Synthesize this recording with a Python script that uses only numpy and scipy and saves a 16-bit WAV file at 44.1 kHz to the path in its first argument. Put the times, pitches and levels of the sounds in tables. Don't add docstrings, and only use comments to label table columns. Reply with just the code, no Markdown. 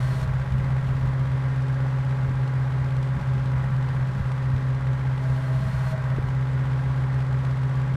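import sys
import numpy as np
from scipy import signal
from scipy.fft import rfft, irfft
from scipy.io import wavfile
from scipy.ndimage import uniform_filter1d, map_coordinates

SR = 44100
rng = np.random.default_rng(int(sys.argv[2]) if len(sys.argv) > 2 else 0)


def to_wav(sig):
    pcm = np.clip(np.atleast_2d(sig), -1, 1) * 32767
    pcm = np.round(pcm).astype(np.int16)
    wavfile.write(sys.argv[1], SR, pcm.T)


def to_linear_factor(level_db):
    exponent = np.asarray(level_db, float) / 20
    return 10 ** exponent


N = 351036
EVEN_SPEED = 16.3


def evened(x):
    return x / np.sqrt(np.mean(x ** 2) + 1e-20)


def colour(x, points, modes=()):
    hz = np.fft.rfftfreq(N, 1 / SR)
    f, level = np.transpose(points)
    db = np.interp(np.log(hz + 1), np.log(f + 1), level)
    for centre, width, peak_db in modes:
        db = db + peak_db / (1 + (2 * (hz - centre) / width) ** 2)
    return evened(irfft(rfft(x) * to_linear_factor(db), N))


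def drift(hz):
    steps = rng.standard_normal(2000)
    return evened(map_coordinates(steps, [np.arange(N) * hz / SR], order=3))


def tone(turns, db, waver_db=0.):
    return np.sqrt(2) * to_linear_factor(db + waver_db * drift(2.437)) * np.cos(2 * np.pi * turns)


def bell(s, half_s):
    return np.exp(-((np.arange(N) / SR - s) / half_s) ** 2)


def shaft_speed():
    # time_s, speed_cycles_per_s
    speeds = [(0, 16.036), (.54, 16.346), (.7, 16.308), (1.54, 16.422), (2.12, 16.386), (2.6, 16.29),
              (3.0, 16.333), (3.72, 16.265), (4.26, 16.263), (4.62, 16.309), (5.18, 16.299), (5.7, 16.227),
              (5.93, 16.105), (6.36, 16.291), (6.84, 16.386), (7.08, 16.336), (7.96, 16.38)]
    s, cycles_per_s = np.transpose(speeds)
    return np.interp(np.arange(N) / SR, s, cycles_per_s)


def gust_gain(calm_db, column):
    # time_s, half_width_s, rumble_db, flutter_db
    gusts = [(.1, .1, -34.5, -40.5), (.3, 0.21, -32, -44.5), (.62, 0.13, -29.5, -35),
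             (.97, 0.2, -30, -44.5), (2.32, 0.099, -34.5, -44), (2.75, 0.068, -42, -55),
             (3.17, 0.068, -45, -34.5), (3.4, .1, -38, -40.5), (3.65, 0.13, -35, -38.5),
             (3.95, .1, -34.5, -47.5), (4.17, .13, -33, -38), (4.55, 0.057, -32, -53),
             (4.78, 0.065, -41, -43), (5.25, .1, -39, -45), (5.68, 0.12, -34, -38.5),
             (5.9, 0.076, -40, -36.5), (6.2, 0.088, -29.5, -41), (7.92, .08, -43, -41)]
    gust_power = sum(to_linear_factor(2 * row[column]) * bell(*row[:2]) ** 2 for row in gusts)
    return np.sqrt(to_linear_factor(2 * calm_db) + gust_power)


def wind():
    # frequency_hz, relative_density_db_per_hz
    rumble_spectrum = [(15, -16), (43, -9.5), (65, -1), (110, -4), (150, -9.5), (250, -32), (800, -67)]
    # frequency_hz, relative_density_db_per_hz
    flutter_spectrum = [(90, -26), (140, 0), (200, -0.5), (250, -12), (320, -26), (800, -69)]
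    # time_s, peak_db, pitch_hz
    buffets = [(0.136, -25, 81), (0.567, -27, 190), (.741, -28, 90), (0.955, -23, 80), (1.138, -28, 85),
               (2.288, -17, 89.5), (2.311, -22, 206), (2.848, -29, 200), (3.168, -28, 196),
               (3.712, -44, 180), (6.174, -22, 76), (6.186, -20.5, 354), (6.198, -23, 85),
               (6.222, -30, 111)]
    calm_rumble_db, calm_flutter_db = -40, -52.5
    rumble = colour(rng.standard_normal(N), rumble_spectrum)
    out = gust_gain(calm_rumble_db, column=2) * to_linear_factor(1.9 * drift(14)) * rumble
    flutter = colour(rng.standard_normal(N), flutter_spectrum)
    out += gust_gain(calm_flutter_db, column=3) * to_linear_factor(2.2 * drift(25)) * flutter
    t = np.arange(N) / SR
    for s, db, hz in buffets:
        u = (t - s) * hz
        out += to_linear_factor(db) * np.exp(-2.5 * u ** 2) * np.cos(2 * np.pi * u)
    return out


def clinks():
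    # start_s, level_db
    clink_times = [(6.9, -33), (7.745, -35)]
    # pitch_hz, relative_level_db, t60_s
    clink_modes = [(975, -1, .12), (1135, -4, 0.11)]
    out = np.zeros(N)
    for start, db in clink_times:
        s = np.maximum(np.arange(N) / SR - start, 0)
        onset = np.minimum(s / .006, 1)
        for hz, mode_db, t60 in clink_modes:
            out += to_linear_factor(db + mode_db - 60 * s / t60) * onset * np.sin(2 * np.pi * hz * s)
    return out


def knocks(turn):
    # place_in_cycle_0_to_1, level_db
    knock_places = [(.4, -42), (.895, -38), (.985, -40)]
    # pitch_hz, relative_level_db, t60_s
    knock_modes = [(1300, -4, 0.026), (1582, -1, 0.038), (2050, -3.5, .025)]
    out = np.zeros(N)
    for place, db in knock_places:
        since = turn - place + 1
        pitch_luck, level_luck = rng.standard_normal((200, 2))[since.astype(int)].T
        s = since % 1 / EVEN_SPEED
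        ring = 0
        for hz, mode_db, t60 in knock_modes:
            bent_hz = hz * (1 + .015 * pitch_luck)
            ring = ring + to_linear_factor(mode_db - 60 * s / t60) * np.sin(2 * np.pi * bent_hz * s)
        out += to_linear_factor(db + 1.6 * level_luck) * np.minimum(s / .001, 1) * ring
    return out


def hydraulics(turn):
    # start_s, end_s, hiss_db, whine_surge_as_valve_shuts_db, whine_lingers_s
    loads = [(-.5, 0.233, -50.5, 2.5, .06), (5.143, 5.92, -54.5, 10, .27)]
    # frequency_hz, relative_density_db_per_hz
    hiss_spectrum = [(1470, -21), (2500, 0), (3580, -0.5), (4160, -2), (4560, -4), (5710, -6.5),
                     (6390, -7.5), (9150, -11), (10300, -13), (13500, -16), (15200, -24.5)]
    # centre_hz, width_hz, bump_db
    hiss_modes = [(4250, 130, 10), (5650, 200, 3), (9000, 900, 3.5)]
    whine_db, linger_db, fade_db_per_s = -48.5, -1.5, 110
    whine_order, slip_orders_per_s = 39.33, .7
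    load_rise_s, surge_s, shut_s = .09, .073, .044
    hiss_climb_db_per_s, hiss_share_of_surge = 6.5, .26
    t = np.arange(N) / SR
    whine_gain, hiss_gain, order = 0, 0, whine_order
    for start, end, hiss_db, surge_db, linger in loads:
        rise = np.clip((t - start) / load_rise_s, 0, 1) ** 2
        surge = surge_db * bell(end, surge_s)
        climb = -hiss_climb_db_per_s * np.clip(end - t, 0, 1) + hiss_share_of_surge * surge
        shutting = np.clip(1 + (end - t) / shut_s, 0, 1) ** 2
        hiss_gain = hiss_gain + to_linear_factor(hiss_db + climb) * rise * shutting
        after = np.where(t > end, linger_db, 0.) - fade_db_per_s * np.maximum(t - end - linger, 0)
        whine_gain = whine_gain + to_linear_factor(whine_db + surge + uniform_filter1d(after, size=2000)) * rise
        order = order + slip_orders_per_s * (end - t) * (t > start) * (t < end + 1)
    turns = np.cumsum(order * shaft_speed()) / SR
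    throb = 1 + .5 * np.cos(2 * np.pi * turn)
    whine = tone(turns + .08 * drift(25), 2.2 * drift(20)) * throb
    hiss = to_linear_factor(.41 * drift(40)) * colour(rng.standard_normal(N), hiss_spectrum, hiss_modes)
    return whine_gain * whine + hiss_gain * hiss


def blows(turn, column, decay_turns, spread_db):
    # place_in_cycle_0_to_1, over_block_rattle_db, over_valve_rustle_db
    blow_places = [(.4, 2, 3.5), (.63, 8, -3), (.67, -6.5, 9.5), (0.892, -1.5, -3), (0.929, 3, 5),
                   (0.149, 3, -2.5)]
    gain = np.ones(N)
    for row in blow_places:
        since = turn - row[0] + 1
        luck = to_linear_factor(spread_db * rng.standard_normal(200))[since.astype(int)]
        gain += (to_linear_factor(row[column]) - 1) * luck * np.exp(-(since % 1) / decay_turns)
    return uniform_filter1d(gain, size=170)


def valves(turn):
    # frequency_hz, relative_density_db_per_hz
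    valve_spectrum = [(1410, -27.5), (2400, -1.5), (2700, -4), (3310, -4.5), (6360, -16.5), (8850, -20),
                      (13500, -36), (14500, -44), (15200, -53)]
    valves_db = -54
    rustle = rng.standard_normal(N) * blows(turn, column=2, decay_turns=.041, spread_db=3)
    return to_linear_factor(valves_db + .51 * drift(30)) * colour(rustle, valve_spectrum)


def block(turn):
    # frequency_hz, relative_density_db_per_hz
    block_spectrum = [(200, 0.5), (320, -0.5), (420, -1), (520, -0.5), (700, -2.5), (1100, -2.5),
                      (1600, -3.5), (2050, -5), (2500, -16.5), (4000, -40.5)]
    # centre_hz, width_hz, bump_db
    block_modes = [(564, 8, 2), (670, 40, 1), (839, 28, 5), (977, 40, 3.5), (1160, 96, 2.5), (1454, 45, 4),
                   (1470, 73, 1), (1840, 63, 4)]
    block_db = -41
    pattern = rng.standard_normal(2048)
    place = (turn + .0015 * drift(5)) % 1 * 2048
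    repeated = np.interp(place, np.arange(2048), pattern, period=2048)
    middle_band = signal.butter(2, [600, 2000], "bandpass", fs=SR, output="sos")
    repeated = signal.sosfilt(middle_band, repeated)
    sag = np.maximum(EVEN_SPEED - shaft_speed(), 0)
    fresh = rng.standard_normal(N)
    rattle = fresh + to_linear_factor(-12) * evened(repeated)
    rattle = rattle * blows(turn, column=1, decay_turns=.055, spread_db=2.2)
    return to_linear_factor(block_db + 9.7 * sag + .5 * drift(7.5)) * colour(rattle, block_spectrum, block_modes)


def dip_db(column):
    # time_s, half_width_s, hum_db, tones_above_db
    dips = [(.0, 0.055, 1, -9), (.36, 0.2, -2, -4.5), (.8, .06, 0, -3.5), (3.2, 0.052, -12.5, -3),
            (3.22, 0.09, 3.5, -4), (3.68, 0.11, 0, -4.5), (4.22, 0.034, -6, 0), (4.2, 0.18, -2, -4.5),
            (4.8, 0.069, 0, -0.5), (5.1, 0.48, -0.5, -1), (5.7, 0.06, 1.5, -8), (5.88, 0.17, -3, -7),
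            (6.2, 0.035, -6, -3)]
    return sum(row[column] * bell(*row[:2]) for row in dips)


def dipped(x):
    hz = np.fft.rfftfreq(N, 1 / SR)
    low = irfft(rfft(x) / (1 + (225 / (hz + 1)) ** 10) / (1 + (hz / 450) ** 6), N)
    return x + (to_linear_factor(dip_db(column=3)) - 1) * low


def exhaust(turn):
    # cycle_multiple, level_db
    orders = [(4, -41), (9, -38.5), (10, -50), (12, -55), (13, -55), (15, -59), (16, -46), (17, -57),
              (21, -64), (22, -62), (23, -64), (24, -58), (25, -57), (28, -58), (30, -60), (32, -60),
              (33, -59), (34, -54), (36, -61), (51, -58), (52, -59), (59, -60), (60, -63), (67, -61),
              (68, -61)]
    # cycle_multiple, level_db
    between_orders = [(13.14, -60), (21.4, -64), (24.4, -60), (25.4, -59), (33.1, -57), (33.4, -64),
                      (35.1, -61), (41.1, -64)]
    side_tones = {(8, -1): -43, (8, 1): -49, (4, 1): -47}
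    hum_db = -23.5
    out = tone(8 * turn, hum_db + dip_db(column=2))
    lag = rng.random(100) * (np.arange(100) > 9)
    speed = shaft_speed()
    sag = np.maximum(EVEN_SPEED - speed, 0)
    extra_db = {9: 22 * sag, 16: 1.7 * dip_db(column=3)}
    for k, db in orders + between_orders:
        turns = k * turn + lag[int(k)] + .0012 * k * drift(8)
        out += tone(turns, db + extra_db.get(k, 0), waver_db=.8 + .02 * k)
    wobble_hz, wobble_hz_per_speed, wobble_least_hz, wobble_start_turn = 5, 28, 3.4, .79
    rate_hz = np.maximum(wobble_hz + wobble_hz_per_speed * (speed - EVEN_SPEED), wobble_least_hz)
    wobble = wobble_start_turn + np.cumsum(rate_hz) / SR
    for (k, side), db in side_tones.items():
        out = out + tone(k * turn + side * wobble, db, waver_db=2.5)
    return out


def scene():
    start_turn = .227
    turn = start_turn + np.cumsum(shaft_speed()) / SR
    engine = dipped(exhaust(turn) + block(turn)) + valves(turn) + hydraulics(turn)
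    return (engine + wind() + knocks(turn) + clinks())[None]


def roll_off(x):
    return signal.sosfilt(signal.butter(12, 15170, fs=SR, output="sos"), x)


def record(dry):
    mix = dry * signal.windows.tukey(N, .001)
    return roll_off(mix)


dry = scene()
out = record(dry)
to_wav(out)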